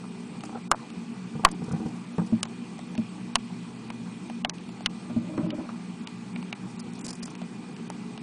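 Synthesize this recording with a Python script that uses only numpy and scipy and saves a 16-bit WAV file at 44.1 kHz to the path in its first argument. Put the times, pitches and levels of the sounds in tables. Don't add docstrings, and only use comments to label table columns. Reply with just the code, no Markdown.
import sys
import numpy as np
from scipy import signal
from scipy.fft import rfft, irfft, next_fast_len
from scipy.io import wavfile
from scipy.ndimage import uniform_filter1d, map_coordinates

SR = 44100
rng = np.random.default_rng(int(sys.argv[2]) if len(sys.argv) > 2 else 0)


def how_loud(loudness_db):
    steps = np.asarray(loudness_db, float) / 20
    return 10 ** steps


def store_pcm(level_fs):
    pcm = np.round(np.clip(level_fs, -1, 1) * 32767).astype(np.int16)
    wavfile.write(sys.argv[1], SR, np.atleast_2d(pcm).T)


N = 362502
WHINE_HZ, WHINE_DB = 8092, -70
DULL_EDGE_DB, DULL_SHELL_HZ = -13.5, 2640


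def along(points, hz):
    f, v = np.transpose(points)
    return np.interp(np.log(hz + 1), np.log(f + 1), v)


def unit(x):
    return x / np.sqrt(np.mean(x ** 2) + 1e-20)


def noise(gain, n=N):
    m = next_fast_len(n)
    spectrum = rfft(rng.standard_normal(m)) * gain(np.fft.rfftfreq(m, 1 / SR))
    return unit(irfft(spectrum, m)[:n])


def gains(span):
    return how_loud(np.interp(np.arange(N) / SR, *np.transpose(span), -150, -150))


def ring(hz, db, t60, attack_s, length_s, phase=0, hold=0):
    t = np.arange(int(length_s * SR))[:, None] / SR
    fall = 60 * (t / t60) ** (1 + hold)
    attack = 1 - np.exp(-t / attack_s)
    return np.sum(how_loud(db - fall) * attack * np.sin(2 * np.pi * hz * t + phase), 1)


def add(out, s, x):
    i = round(s * SR)
    out[i:i + len(x)] += x[:N - i]


def room():
    # (frequency [Hz], width [Hz], rms level [dB])
    orders = [(121.3, 3.9, -54.5), (139, 24, -57.5), (180, 12.3, -43), (200.2, 14, -49.5),
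              (233.7, 17, -42.5), (302.5, 4.7, -56), (379.3, 8.4, -59.5), (423.4, 1.7, -60.5),
              (481.7, 18, -64), (1140, 4.4, -68.5), (1199, 3.6, -68), (1965, 36, -71), (2000, 25, -71),
              (2440, 10, -66.5), (2427, 250, -63.5), (4400, 200, -69), (WHINE_HZ, 3.3, WHINE_DB),
              (WHINE_HZ, 170, -69.5)]
    # (frequency [Hz], density [dB per Hz])
    air_colour = [(15, -69), (25, -42.5), (70, -24), (194, -2.5), (243, -3.5), (338, -9), (435, -14.5),
                  (560, -24.5), (839, -15.5), (1880, -27.5), (2420, -24.5), (6330, -34), (8360, -35.5),
                  (9730, -39), (10500, -45), (13600, -89), (22000, -120)]
    air_db, steady = -44.5, 0.3
    t = np.arange(N) / SR

    def order(centre, width):
        band = noise(lambda f: 1 / np.hypot(1, ((f - centre) / width * 2) ** 2))
        tone = np.sin(2 * np.pi * (centre * t + rng.random()))
        return band + steady * 20 / (20 + width) * tone

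    hum = sum(how_loud(db) * order(centre, width) for centre, width, db in orders)
    z = signal.stft(noise(lambda f: how_loud(along(air_colour, f))), nperseg=512)[2]
    patches = uniform_filter1d(rng.standard_normal(z.shape), size=8, axis=0)
    patches = unit(uniform_filter1d(patches, size=8, axis=1))
    hiss = signal.istft(z * how_loud(1.7 * patches), nperseg=512)[1][:N]
    return hum + how_loud(air_db) * unit(hiss)


def strike(out, s, db, wood_hz, wood_db, edge_db, shell_hz):
    count = 90
    t = np.arange(SR // 8) / SR
    u = rng.random((3, count))
    crowd_hz = 600 + 9600 * ((np.arange(count) + u[0]) / count) ** 1.6
    colour = [(0.43 * wood_hz, wood_db - 18.5), (wood_hz, wood_db - 6.5), (1600, wood_db / 2 - 11),
              (shell_hz + 1, -10), (7500, edge_db - 2.0)]
    hz = np.r_[wood_hz, shell_hz, crowd_hz]
    level = np.r_[wood_db + 5.5, -1, along(colour, crowd_hz) - 8 * u[1]]
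    t60 = (0.035 + 0.00017 * db) * (hz / 1000) ** -.6 * np.r_[.35, .45, np.full(count, 1.15)]
    phase, hold = np.r_[0, 0, 4.4 * u[2]], np.r_[.8, .4, np.zeros(count)]
    snap = ring(hz, level, t60, attack_s=0.0002, length_s=.07, phase=phase, hold=hold)
    add(out, s + .0006, how_loud(db - 5.0) * snap)

    tail_db, tail_t60_s, tail_top_hz = -20.5, 0.1, 1250
    flutter = map_coordinates(rng.standard_normal(60), [t * 400])
    ragged = how_loud(tail_db - 60 * t / tail_t60_s + 5.4 * flutter)
    answer = noise(lambda f: (f / np.hypot(f, 500)) ** 2 / np.hypot(1, (f / tail_top_hz) ** 5), len(t))
    add(out, s + .003, how_loud(db + 1.5 * wood_db) * ragged * (1 - np.exp(-t / 0.00067)) * answer)

    creep = np.exp(-t / 0.0017) + how_loud(db - 6) * np.exp(-t / 0.018)
    add(out, s + 0.0012, how_loud(db + 0.94 * min(wood_db, 0) - 13.5) * creep)


def knocks():
    # (time [s], peak [dB], wood ring [Hz])
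    bumps = [(0.04, -37.5, 1200), (0.149, -44, 890), (0.49, -36, 800), (0.528, -39, 800), (0.548, -41, 785),
             (0.572, -36, 780), (1.4365, -24, 770), (1.711, -34.5, 1240), (1.858, -51, 780),
             (2.1809, -24.5, 445), (2.182, -24, 925), (5.098, -34, 643), (5.3767, -20.5, 590),
             (5.6894, -29.5, 696), (5.6905, -35, 1280)]
    shell_db = -14.5
    out = np.zeros(N)
    for s, db, wood_hz in bumps:
        strike(out, s, db + shell_db, wood_hz, -shell_db, DULL_EDGE_DB, DULL_SHELL_HZ)
    return out


def rustle():
    # (middle [s], half length [s], level [dB])
    brushes = [
        (0.43, 0.27, -60.5),
        (1.754, 0.3, -55),
        (3.6, .3, -64),
        (6.698, 0.16, -57),
        (7.118, 0.26, -58),
    ]
    t = np.arange(N) / SR
    swell = sum(how_loud(db) * np.cos(np.pi / 2 * np.clip((t - s) / half, -1, 1)) for s, half, db in brushes)
    clumps = how_loud(7.9 * map_coordinates(rng.standard_normal(800), [t * 90]))
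    colour = [(1000, -17), (4200, -9), (4900, 3.5), (7500, 1), (10000, -2.0)]
    return how_loud(-1.5) * swell * unit(clumps * noise(lambda f: how_loud(along(colour, f))))


def ticks():
    # (time [s], peak [dB], wood over peak [dB])
    touches = [(0.406, -32, -12), (0.436, -32, -2), (0.9018, -35.5, -13), (1.487, -29, -7),
               (2.4531, -31.5, -1), (2.7801, -39, -16), (2.79, -32, -2), (2.9773, -28.5, -14),
               (4.2977, -32.5, 0.5), (4.5825, -37, -22), (4.69, -37, -3), (4.8064, -34.5, -4),
               (6.4264, -34, -4.5), (7.2792, -37, -3.5), (7.3515, -30.5, -11), (7.4163, -35.5, -1),
               (7.7646, -36, -17), (8.1762, -32, -7)]
    wood_hz, scatter = 770, 0.1
    out = np.zeros(N)
    for s, db, wood_db in touches:
        a, b = np.exp(scatter * rng.standard_normal(2))
        strike(out, s, db, wood_hz * a, wood_db, DULL_EDGE_DB, DULL_SHELL_HZ * b)
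    return out


def sway():
    return noise(lambda f: (f / 25) ** 2 / (1 + (f / 45) ** 5))


def drag():
    # (time [s], level [dB])
    pressure = [
        [(0.42, -73), (0.444, -40), (0.466, -64), (0.524, -52), (0.562, -39), (0.62, -73)],
        [(1.48, -76), (1.526, -45.5), (1.634, -64), (1.724, -45.5), (1.874, -45.5), (1.93, -73)],
        [(5.05, -62), (5.092, -59), (5.19, -54.5), (5.364, -48), (5.385, -40), (5.42, -43), (5.626, -45.5),
         (5.66, -50)],
    ]
    # (frequency [Hz], level [dB])
    rubbed = [
        [(480, 7), (780, 10), (1000, 0), (1300, 3)],
        [(380, 5.5), (490, -6), (775, 2.5), (960, -19), (1200, -15), (1500, -10)],
        [(400, -19), (580, 6), (750, -8), (1000, -3), (1250, -8)],
    ]
    rumble_db = [-11, 8, 11]
    push_db = [-30, -18, -29]
    rumble_floor_hz = 150
    slips = (rng.random(N) < 240 / SR) * rng.choice([-1, 1], N)
    slips = slips * how_loud(4.6 * rng.exponential(size=N).clip(0, 3))

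    def shake(modes, t60, attack_s):
        x = signal.fftconvolve(slips, ring(*np.transpose(modes), t60, attack_s, length_s=.2))[:N]
        return x / np.sqrt(np.abs(uniform_filter1d(x ** 2, size=4000)) + 1e-9)

    rumble = shake([(176, -9), (228, -5), (310, -6.5)], t60=0.078, attack_s=0.009)
    rumble = signal.sosfilt(signal.butter(N=3, Wn=rumble_floor_hz, btype="high", fs=SR, output="sos"), rumble)
    air = sway()
    out = np.zeros(N)
    for span, modes, low_db, air_db in zip(pressure, rubbed, rumble_db, push_db):
        scrape = shake(modes, t60=0.029, attack_s=0.0006)
        out += gains(span) * (scrape + how_loud(low_db) * rumble + how_loud(air_db) * air)
    return out


def rasps():
    # (time [s], peak [dB], length [s], brightest [Hz])
    scrapes = [(0.433, -43.5, 0.018, 7110), (0.45, -43, 0.015, 6720), (1.5126, -33, 0.011, 8600),
               (2.261, -44.5, 0.018, 4910), (6.7924, -37, 0.015, 4760), (6.933, -40.5, 0.0047, 8490),
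               (6.952, -45, 0.011, 4910), (6.99, -42.5, 0.01, 7150), (7.008, -40, .01, 7500),
               (7.3, -45, 0.017, 6000), (7.043, -33.5, 0.019, 7450), (7.064, -26.5, 0.0045, 4840),
               (7.08, -31, 0.021, 4840), (7.1053, -29.5, 0.0079, 4840), (7.128, -35, 0.01, 4920),
               (7.152, -38.5, 0.0081, 8100), (7.226, -31.5, 0.015, 5000), (7.255, -32, 0.0064, 7740),
               (7.265, -43, 0.012, 4890)]
    low_db, shell_edge_hz = -17, 4760
    colour = [(1000, low_db + 15.5), (4450, low_db + 1.5), (4800, -4), (10000, -5)]
    out, t = np.zeros(N), np.arange(2600) / SR
    for s, db, length, top_hz in scrapes:
        def gain(f):
            top = 0.91 / np.hypot(1, ((f - top_hz) / 350) ** 2)
            edge = 0.22 / np.hypot(1, ((f - shell_edge_hz) / 200) ** 2)
            return how_loud(along(colour, f)) + top + edge

        grit = how_loud(20 * uniform_filter1d(rng.standard_normal(len(t)), size=30))
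        shape = (1 - np.exp(-t / 0.001)) * np.exp(-(t / max(length, .003)) ** 3)
        add(out, s, how_loud(db - 4.0) * shape * unit(grit * noise(gain, len(t))))
    return out


def snaps():
    # (time [s], peak [dB], wood ring [Hz], wood over peak [dB], edge over peak [dB])
    big = [
        (3.9017, -24.5, 940, -4.5, -17),
        (6.3598, -21, 770, -14.5, -34),
        (6.5266, -15, 760, -19.5, -28),
    ]
    # (time [s], peak [dB], wood ring [Hz], wood over peak [dB], edge over peak [dB])
    small = [
        (0.7142, -10, 1210, 3, -3.5),
        (1.4487, 1, 1108, -3, -14.5),
        (2.4299, -16, 1200, -10, -2.5),
        (2.9512, -29, 830, -8, -16),
        (3.3549, -4.5, 1020, -11.5, -11.5),
        (4.4472, -10.5, 687, -9, -25),
        (4.8596, -5.5, 1430, -15.5, -17),
        (5.5039, -19, 670, -23, -28),
        (6.0721, -24, 850, -24, -15.5),
    ]
    # (time [s], peak [dB], wood ring [Hz], wood over peak [dB], edge over peak [dB])
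    claws = [
        (4.495, -14.5, 1160, -19.5, -17),
        (7.9004, -32, 895, 3, -1.5),
    ]
    out = np.zeros(N)
    for rows, shell_hz in [(big, 2350), (small, 2980), (claws, 6000)]:
        for row in rows:
            strike(out, *row, shell_hz)
    return out


def thuds(rows, upper_hz, usual_db, bright_db):
    # (frequency [Hz], level [dB])
    tank = [(113, -10), (176, -9.5), (228, -6.5), (310, -10), (490, -2), (590, -26), (775, 4), (950, -0.5),
            (1180, -1.5), (1450, -3)]
    upper_grows, upper_t60_s = 0.3, 0.055
    push_db, push_s = -58, 0.034
    out, push, t = np.zeros(N), np.zeros(N), np.arange(SR // 4) / SR
    hz, level = np.transpose(tank)
    upper = hz > 400
    for s, db, main_hz, t60 in rows:
        upper_db = usual_db + upper_grows * (db + 26.5) - db
        mix = level + np.where(upper, upper_db + bright_db, -6) + 2.0 * rng.standard_normal(len(hz))
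        wall_t60 = np.where(upper, upper_t60_s, t60) * (hz / 400) ** -.35
        decay = np.r_[max(t60, .03), upper_t60_s, wall_t60]
        modes_hz, modes_db = np.r_[main_hz, upper_hz, hz], np.r_[0, upper_db, mix]
        blow = ring(modes_hz, modes_db, decay, attack_s=0.0033, length_s=.4, hold=0.32)
        add(out, s, how_loud(db + 0.5) * blow)
        add(push, s, how_loud(db + push_db) * t / push_s * np.exp(1 - t / push_s))
    return out + push * sway()


def floor_thuds():
    # (time [s], peak [dB], main ring [Hz], t60 [s])
    blows = [(1.351, -25.5, 155, 0.11), (1.392, -26, 218, .13), (1.616, -28.5, 160, 0.093),
             (1.68, -29, 150, 0.087), (1.711, -22, 157.3, 0.093), (1.733, -18.5, 163.6, 0.1),
             (1.799, -26, 217, .11), (1.858, -20.5, 171, 0.05), (2.182, -18, 174, 0.16),
             (2.214, -24.5, 225, 0.14)]
    return thuds(blows, upper_hz=461, usual_db=-35, bright_db=-7.5)


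def wall_thuds():
    # (time [s], peak [dB], main ring [Hz], t60 [s])
    blows = [(2.324, -13, 223.6, 0.12), (2.981, -19, 222, 0.13), (5.102, -30.5, 234, 0.1),
             (5.163, -16, 232.4, 0.097), (5.29, -31, 182, 0.12), (5.344, -32, 173, .08),
             (5.378, -16, 288, 0.052), (5.431, -22, 173, 0.15), (5.529, -27, 300, 0.1),
             (5.588, -19, 243, 0.037)]
    return thuds(blows, upper_hz=618, usual_db=-36, bright_db=-14)


def scene():
    beetles = knocks() + rustle() + ticks() + rasps() + snaps()
    tank = drag() + floor_thuds() + wall_thuds()
    return (room() + beetles + tank)[None]


def starve(x, spread_db=-19, calm_db=2.5, need=2.3, per_octave=1.3, most_db=7):
    frame_s, frame_start_s, top_hz = 0.036, -0.002, 10020
    hz, t, z = signal.stft(x, SR, nperseg=512, noverlap=384)
    smear = how_loud(spread_db) * np.abs(z) * np.exp(2j * np.pi * rng.random(z.shape))
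    z = (z + smear) * (hz < top_hz)[:, None]
    edges = np.unique(np.round(np.geomspace(5, 118, 24)).astype(int))
    band = np.searchsorted(edges, np.arange(len(hz)))
    power = np.array([np.mean(np.abs(z[band == b]) ** 2, 0) for b in range(len(edges))])
    level = 10 * np.log10(power + 1e-14)
    over = level - np.median(level, axis=1, keepdims=True)
    frame = np.floor((t - frame_start_s) / frame_s).astype(int)
    burst = np.zeros(frame.max() + 1)
    np.maximum.at(burst, frame, np.mean(over[-10:], axis=0))
    luck = .45 * rng.standard_normal((len(edges), len(burst)))
    short = 1.9 * (rng.random(len(burst)) < .3) * rng.random(len(burst))
    height = np.minimum(np.log2(hz[edges] / 5000), .5)[:, None]
    height = height - 99 * (hz[edges] < 750)[:, None]
    strain = np.maximum(np.sqrt(np.clip(burst - calm_db, 0, None)), short)
    hunger = strain - need + per_octave * height + luck
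    keep = over > np.minimum(5 * hunger[:, frame] - 3, most_db)
    z = z * keep[np.minimum(band, len(edges) - 1)]
    return signal.istft(z, SR, nperseg=512, noverlap=384)[1][:N]


def top_cut(x):
    return signal.sosfilt(signal.butter(12, 16510, fs=SR, output="sos"), x)


def record(dry):
    capsule = dry / (1 + np.abs(dry / 1.05) ** 4) ** (1 / 4)
    x = starve(capsule[0])[None]
    x = x / (1 + np.abs(x / .73) ** 16) ** (1 / 16)
    return top_cut(x)


dry = scene()
out = record(dry)
store_pcm(out)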